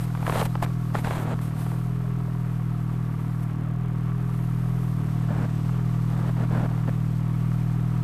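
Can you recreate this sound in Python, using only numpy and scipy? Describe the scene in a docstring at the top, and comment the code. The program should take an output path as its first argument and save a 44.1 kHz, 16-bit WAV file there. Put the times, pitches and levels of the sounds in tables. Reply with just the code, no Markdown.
"""A snowmobile idles throughout, some way off in a snowy wood, at forty firings a second: the muffler booms,
the engine clatters, the fan whines faintly, and the exhaust rasps whenever the speed sags. At first, close
by, boots take a few firm steps that crunch, crack and squeak in deep snow, and clothing swishes. From 2 s a
half-frozen stream gives three bubbles. Between 3.7 and 5.2 s the phone turns to face the machine and the
boom grows louder. Softer steps follow, over the thin hiss that lies under the whole scene."""
import sys
import numpy as np
from scipy import signal
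from scipy.fft import rfft, irfft
from scipy.io import wavfile
from scipy.ndimage import uniform_filter1d

SR = 44100
rng = np.random.default_rng(int(sys.argv[2]) if len(sys.argv) > 2 else 0)


def file_out(sig):
    """Save sig as 16-bit WAV at sys.argv[1]."""
    # one column per channel
    cols = np.atleast_2d(sig).T
    # limit, then scale
    lim = np.clip(cols, -1, 1)
    pcm = np.round(lim * 32767).astype(np.int16)
    wavfile.write(sys.argv[1], SR, pcm)


N = 354475
IDLE_HZ = 40.42  # nominal firing rate, one firing a turn


def undb(db):
    """Amplitude ratio of a level: tenfold for every 20 dB."""
    return 10 ** (np.asarray(db) / 20)


def unit(x):
    """Normalisation to rms 1."""
    return x / np.sqrt(np.mean(x ** 2) + 1e-20)


def curve(rows, column=1):
    """Linear interpolation in time of one column of a table."""
    rows = np.array(rows, float)
    return np.interp(np.arange(N) / SR, rows[:, 0], rows[:, column])


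def smooth(x, seconds):
    """Low-pass filtering by a running mean."""
    return uniform_filter1d(x, max(int(seconds * SR), 1), mode="nearest")


def colour(x, spectrum):
    """Minimum-phase filter through (Hz, dB) points; it is circular, so steady sounds start under way."""
    hz, db = np.transpose(spectrum)
    bin_hz = np.maximum(np.arange(N // 2 + 1) * SR / N, 1)
    gain = undb(np.interp(np.log(bin_hz), np.log(hz), db))
    cepstrum = irfft(np.log(gain), N)
    cepstrum[1:N // 2 + 1] *= 2
    cepstrum[N // 2 + 1:] = 0
    return irfft(rfft(x) * np.exp(rfft(cepstrum)), N)


def resonate(x, hz, width_hz):
    """A damped second-order resonator, gain 1 at its centre."""
    return signal.lfilter(*signal.iirpeak(min(hz, SR / 3), hz / width_hz, fs=SR), x)


def ring(x, modes):
    """Modal superposition: neighbouring modes swing in opposite sense."""
    return sum((-1) ** k * undb(db) * resonate(x, hz, width) for k, (hz, width, db) in enumerate(modes))


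def wander(rate_hz):
    """Random modulation: Gaussian values joined by straight lines, with a spread near 1."""
    knots = rng.standard_normal(2048)
    return np.interp(np.arange(N) / SR * rate_hz, np.arange(len(knots)), knots)


def grains(per_s, spread_db):
    """Shot noise: clicks at random times, most of them small and a few large."""
    hits = rng.random(N) < per_s / SR
    signs = rng.choice([-1, 1], N)
    sizes = undb(spread_db * np.minimum(rng.exponential(size=N), 4))
    return unit(hits * signs * sizes)


def strokes(turns, at, scatter_db, jitter_s):
    """Impulse train locked to rotation: one pulse at fraction `at` of each turn, uneven in size and time."""
    timing, strength = rng.standard_normal((400, 2)).T
    places = np.interp(np.arange(len(timing)) + at, turns, np.arange(N), -SR, -SR)
    places += jitter_s * SR * timing
    inside = (places >= 0) & (places < N - 1)
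    sizes = undb(scatter_db * strength[inside])
    whole, part = np.divmod(places[inside], 1)  # each pulse is shared between two samples
    index = whole.astype(int)
    return np.bincount(index, sizes * (1 - part), N) + np.bincount(index + 1, sizes * part, N)


def gesture(start, length, db, swell_db, attack_share, release_share, edge_s=0.0021):
    """Envelope of a movement: a sloping hold between exponential edges that lengthen with its duration."""
    age = np.arange(N) / SR - start
    held = np.clip(age / max(length, 1 / SR), 0, 1)
    rise = np.minimum(age, 0) / (edge_s + attack_share * length)
    fall = np.maximum(age - length, 0) / (edge_s + release_share * length)
    return undb(db + swell_db * (held - .5)) * np.exp(np.maximum(rise - fall, -50))


def chirps(rows, swell_s):
    """Exponential upward sweeps: short tones that peak after swell_s and die away."""
    out, t = np.zeros(N + SR), np.arange(SR // 15) / SR
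    age = t / swell_s
    envelope = (age * np.exp(1 - age)) ** 2
    for s, db, hz, rise in rows:
        phase = 2 * np.pi * np.cumsum(hz * 2 ** (rise * t)) / SR
        start = int(s * SR)
        out[start:start + len(t)] += undb(db) * envelope * np.sin(phase)
    return out[:N]


def hiss():
    """Filtered Gaussian noise: two layers drift in level, so the thin hiss varies in brightness."""
    # spectra of the body and of the top layer: (frequency [Hz], relative density [dB])
    body_spectrum = [(1500, -7.5), (3500, 0), (5000, -1.5), (7200, -5), (8300, -1), (9800, -13),
                     (11500, -8.5), (14000, -7)]
    top_spectrum = [(7000, -10), (10000, -5.5), (11500, -2.5), (14000, -5)]
    # slow course of the hiss: (time [s], body level [dB], top level [dB])
    levels = [(0, -56.5, -56), (1.7, -60.5, -62), (2.05, -62.5, -63), (3.35, -63, -59.5), (3.8, -68, -68),
              (4.3, -62, -59.5), (4.9, -59.5, -57.5), (5.2, -57, -61.5), (8.04, -60, -61.5)]
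    body = unit(colour(rng.standard_normal(N), body_spectrum)) * undb(curve(levels))
    top = unit(colour(rng.standard_normal(N), top_spectrum)) * undb(curve(levels, column=2))
    return (body + top * undb(1.1 * wander(7))) * undb(wander(50))


def stream():
    """Bubble resonance: air trapped at the edge of the ice rings briefly with a rising pitch."""
    # bubbles: (time [s], peak level [dB], starting pitch [Hz], rise [octaves/s])
    bubbles = [(2.04, -43, 580, 12), (2.277, -40, 530, 21), (3.663, -45, 607, 5.3)]
    return chirps(bubbles, swell_s=0.0064)


def clothing():
    """Friction noise: rubbing synthetic cloth gives fine, dense clicks that merge into a swish."""
    # cloth friction: (frequency [Hz], relative density [dB])
    cloth_spectrum = [(800, 4), (3000, -6), (5500, -12.5), (7000, -11.5), (8500, -6.5), (10500, -7.5),
                      (13500, -7.5)]
    # a sleeve or trouser leg rubbing: (time [s], duration [s], level [dB], swell [dB])
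    swishes = [(0, 0.05, -44, -1), (0.266, .17, -39.5, 5), (.454, 0.0065, -35.5, -3),
               (0.627, 0.021, -40.5, -4), (.95, 0.059, -46, 2), (1.048, 0.18, -46.5, 0),
               (1.418, 0.076, -48, -5), (1.59, 0.3, -51, -13.5), (3.426, 0.015, -50.5, 0),
               (4.3, 0.61, -67, -1)]
    rubbing = sum(gesture(*swish, attack_share=.09, release_share=.12) for swish in swishes)
    friction = grains(per_s=14000, spread_db=2.5) * undb(0.93 * wander(99))
    return unit(colour(friction, cloth_spectrum)) * rubbing


def squeaks():
    """Stick-slip friction: snow under a sole gives short rising tones."""
    # squeaks: (time [s], peak level [dB], starting pitch [Hz], rise [octaves/s])
    slips = [(.624, -20, 687, 1.86), (.945, -25.5, 730, 22), (.952, -31, 1310, 14)]
    return chirps(slips, swell_s=0.0043)


def crust(decay_s=0.0028, width_share=0.47):
    """Brittle fracture: each break in the crust is a brief noise burst, muffled by the snow above."""
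    # breaks: (time [s], peak level before the snow filters it [dB], centre frequency [Hz])
    cracks = [(.150, -22, 1400), (.173, -25, 800), (.227, -22.5, 859), (.266, -14.5, 1260),
              (.278, -12.5, 880), (.296, -10, 1040), (.323, -15.5, 900), (.357, -12, 939), (.416, -13, 740),
              (.426, -14.5, 800), (0.553, -15, 860), (.626, -13, 795), (.661, -22, 1100),
              (.951, -12.5, 1070), (1.046, -18, 1500), (1.072, -17, 905), (1.108, -16.5, 1090),
              (1.39, -25, 1100), (1.664, -27, 794), (1.717, -26, 950), (5.304, -26, 600), (6.367, -28, 739),
              (6.714, -24.5, 737), (6.777, -26.5, 656), (6.879, -27, 587)]
    # filtering by the snow: (frequency [Hz], gain [dB])
    snow_response = [(100, -26.5), (400, 7), (800, 0.5), (1500, -4), (2400, -5), (3600, -14), (5000, -14),
                     (14000, -55)]
    out, t = np.zeros(N + SR), np.arange(SR // 20) / SR
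    age = t / decay_s
    envelope = np.sqrt(age) * np.exp(-2 * age)
    for s, db, hz in cracks:
        crack = resonate(rng.standard_normal(len(t)) * envelope, hz, hz * width_share)
        start = int(s * SR)
        out[start:start + len(t)] += crack / np.abs(crack).max() * undb(db)
    return colour(out[:N], snow_response)


def footsteps(bite_db=-15, shear_hz=3500):
    """Granular compaction: snow packs in jerks, each slip a burst of tiny breaking grains."""
    # crunch of firm and of soft snow: (frequency [Hz], relative density [dB])
    firm_spectrum = [(60, 8), (180, 11.5), (400, 1), (600, 4.5), (900, 4.5), (1400, -3), (2000, -5.5),
                     (2700, -13.5), (4100, -18.5), (5200, -28.5), (7000, -21.5), (8500, -22.5),
                     (14000, -36)]
    soft_spectrum = [(50, -4), (120, 4), (230, 6), (350, -4), (550, -4.5), (750, -5.5), (1100, -11.5),
                     (1650, -14), (2100, -23), (2800, -28), (5000, -40), (14000, -51)]
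    # a boot pressing down: (time [s], duration [s], level [dB], swell [dB], firmness [0-1])
    steps = [(0.193, 0.22, -34, 19.5, 1), (0.454, 0.012, -29.5, -4, 1), (.625, .024, -28, 3, 0.99),
             (0.945, 0.05, -32, -2, 1), (1.043, .14, -31, -0.5, 0.99), (1.191, .15, -31.5, 2, 0.27),
             (1.534, .22, -44.5, 6, 0), (5.293, 0.16, -32, 4.5, 0.03), (6.103, 0.198, -37, 7, 0.2),
             (6.373, 0.078, -33, 5, 0.04), (6.511, .15, -30, 1.5, 0.03), (6.7, 0.11, -42, 0, 0.03),
             (6.873, 0.021, -29.5, 7, 0)]
    firm = colour(grains(per_s=2500, spread_db=2.5) * undb(2.1 * wander(170)), firm_spectrum)
    soft = colour(grains(per_s=3000, spread_db=2) * undb(0.73 * wander(160)), soft_spectrum)
    weight, sinking = 0, 0
    for *movement, firmness in steps:
        press = gesture(*movement, attack_share=0.029, release_share=0.026)
        weight += np.sqrt(firmness) * press
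        sinking += np.sqrt(1 - firmness) * press
    # under the full weight the crystals shear, and the crunch turns brighter
    crystals = grains(per_s=4900, spread_db=6.0) * undb(2 * wander(168.6))
    shear = resonate(resonate(crystals, shear_hz, width_hz=1700), shear_hz, width_hz=2300)
    bite = unit(shear) * undb(bite_db) * weight / weight.max()
    return (unit(firm) + bite) * weight + unit(soft) * sinking


def fan(turns, boom_db, tone_db=-63, wash_re_boom_db=-21, blades_per_turn=17.55):
    """Blade-passing tone and turbulence: the belt-driven fan whines over a restless wash of air."""
    # rushing air: (frequency [Hz], relative density [dB])
    wash_spectrum = [(25, 0), (60, 3.5), (100, 11), (140, -14.5), (220, 5), (350, 5), (550, 0),
                     (1000, -1.5), (1500, -7.5), (2200, -10), (3200, -16.5), (5000, -32.5), (9000, -33)]
    blade = np.sin(2 * np.pi * blades_per_turn * turns + .9 * wander(25))
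    wash = colour(rng.standard_normal(N), wash_spectrum) * undb(1.25 * wander(40))
    whine = blade * undb(4.8 * wander(5.3))
    return unit(whine) * undb(tone_db) + unit(wash) * undb(boom_db + wash_re_boom_db)


def panel(turns, level_db, hz=413, width_hz=12):
    """Forced vibration: the tenth firing harmonic slides in and out of a cowl panel's narrow resonance."""
    shake = strokes(turns, at=0, scatter_db=1.5, jitter_s=.00008)
    hum = resonate(resonate(shake, hz, width_hz), hz, 3 * width_hz)
    return unit(hum) * undb(level_db)


def clatter(turns, level_db, tick_db=2, rattle_db=8):
    """Impact excitation: piston knocks and a rattle ring the casing each turn, valve ticks every other."""
    # modes of the engine casing and cowl: (frequency [Hz], bandwidth [Hz], relative gain [dB])
    casing_modes = [(715, 28.4, 5.5), (940, 44, 1.5), (1134, 98, 4), (1189, 52, 5), (1298, 87, 1),
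                    (1675, 300, -4), (1990, 600, -8.5)]
    knocks = unit(strokes(turns, at=0.42, scatter_db=4.5, jitter_s=.0002))
    ticks = unit(strokes(turns / 2, at=.31, scatter_db=1.5, jitter_s=.0002))
    rattle_age = (turns - .45) % 1
    rattle = unit(rng.standard_normal(N) * np.exp(-rattle_age))
    blows = knocks + undb(tick_db) * ticks + undb(rattle_db) * rattle
    casing = ring(resonate(blows, hz=960, width_hz=1400), casing_modes)
    return unit(casing) * undb(level_db)


def exhaust(turns, boom_db, rasp_db):
    """Source and filter: each firing booms in the muffler; its sharp edge rings the tailpipe less evenly."""
    # muffler response: (frequency [multiples of IDLE_HZ], relative gain [dB])
    muffler = [(.5, -33), (1, -9), (2, -17), (3, 5.5), (4, 2.5), (5, -9), (6, -29), (8, -55.5), (12, -61)]
    # tailpipe modes: (frequency [Hz], bandwidth [Hz], relative gain [dB])
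    tailpipe_modes = [(232.4, 48, -1.5), (280.5, 35, 1), (326.5, 36.3, -1.5)]
    firings = strokes(turns, at=0, scatter_db=.45, jitter_s=.00014)
    boom = colour(firings.mean() - firings, [(k * IDLE_HZ, db) for k, db in muffler])
    edges = strokes(turns, at=.04, scatter_db=1.3, jitter_s=.00016)
    rasp = ring(resonate(edges, hz=271, width_hz=132), tailpipe_modes)
    return unit(boom) * undb(boom_db) - unit(rasp) * undb(rasp_db)


def snowmobile(start_turns=.38, waver_hz=8, waver_turns=.012):
    """Phase locking: one crank drives every part; its speed and the way the phone faces set the levels."""
    # the hunting idle: (time [s], firing rate [Hz])
    idle = [(0, 41.01), (0.22, 39.12), (0.65, 41.01), (1.23, 38.56), (1.34, 40.54), (1.53, 37.67),
            (1.62, 40.16), (1.96, 41.28), (2.89, 39.97), (2.97, 41.05), (3.13, 38.82), (3.35, 40.16),
            (3.58, 38.82), (3.84, 41.05), (3.97, 39.68), (4.18, 41.5), (4.47, 40.29), (4.76, 41.56),
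            (5.04, 37.98), (5.2, 39.7), (5.6, 38.76), (5.73, 41.42), (6.03, 39.65), (6.23, 40.59),
            (6.95, 39.29), (7.45, 40.07), (7.75, 40.23), (8.04, 40.38)]
    turns = np.cumsum(curve(idle)) / SR
    turns = turns * np.round(turns[-1]) / turns[-1]  # whole turns, so the idle runs evenly at both ends
    turns = turns + start_turns + waver_turns * smooth(wander(waver_hz), 1 / waver_hz)
    excess_hz = np.gradient(turns) * SR - IDLE_HZ
    change_hz_per_s = smooth(np.gradient(excess_hz) * SR, seconds=0.14)
    facing = np.interp(np.arange(N) / SR, (3.66, 5.2), (0, 1))
    # the boom grows louder as the phone turns to face the machine; speed changes barely alter it
    boom_db = -26 + 2.5 * facing + 0.02 * change_hz_per_s
    # a slow idle rasps, a fast one clatters and hums
    rasp_db = -44.5 + facing - 1.65 * excess_hz
    clatter_db = -48 - 0.3 * facing + 0.3 * excess_hz
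    panel_db = -54.5 + excess_hz
    return (exhaust(turns, boom_db, rasp_db) + panel(turns, panel_db)
            + clatter(turns, clatter_db) + fan(turns, boom_db))


def scene():
    """Free-field superposition: deep snow absorbs all echoes, so every source arrives dry."""
    walker = footsteps() + crust() + squeaks() + clothing()
    return (snowmobile() + walker + stream() + hiss())[None]


def record(dry, cutoff_hz=14000):
    """Band limiting: the phone cuts the top treble with a steep low-pass."""
    return signal.sosfilt(signal.ellip(10, .2, 80, cutoff_hz, fs=SR, output="sos"), dry)


dry = scene()
out = record(dry)
file_out(out)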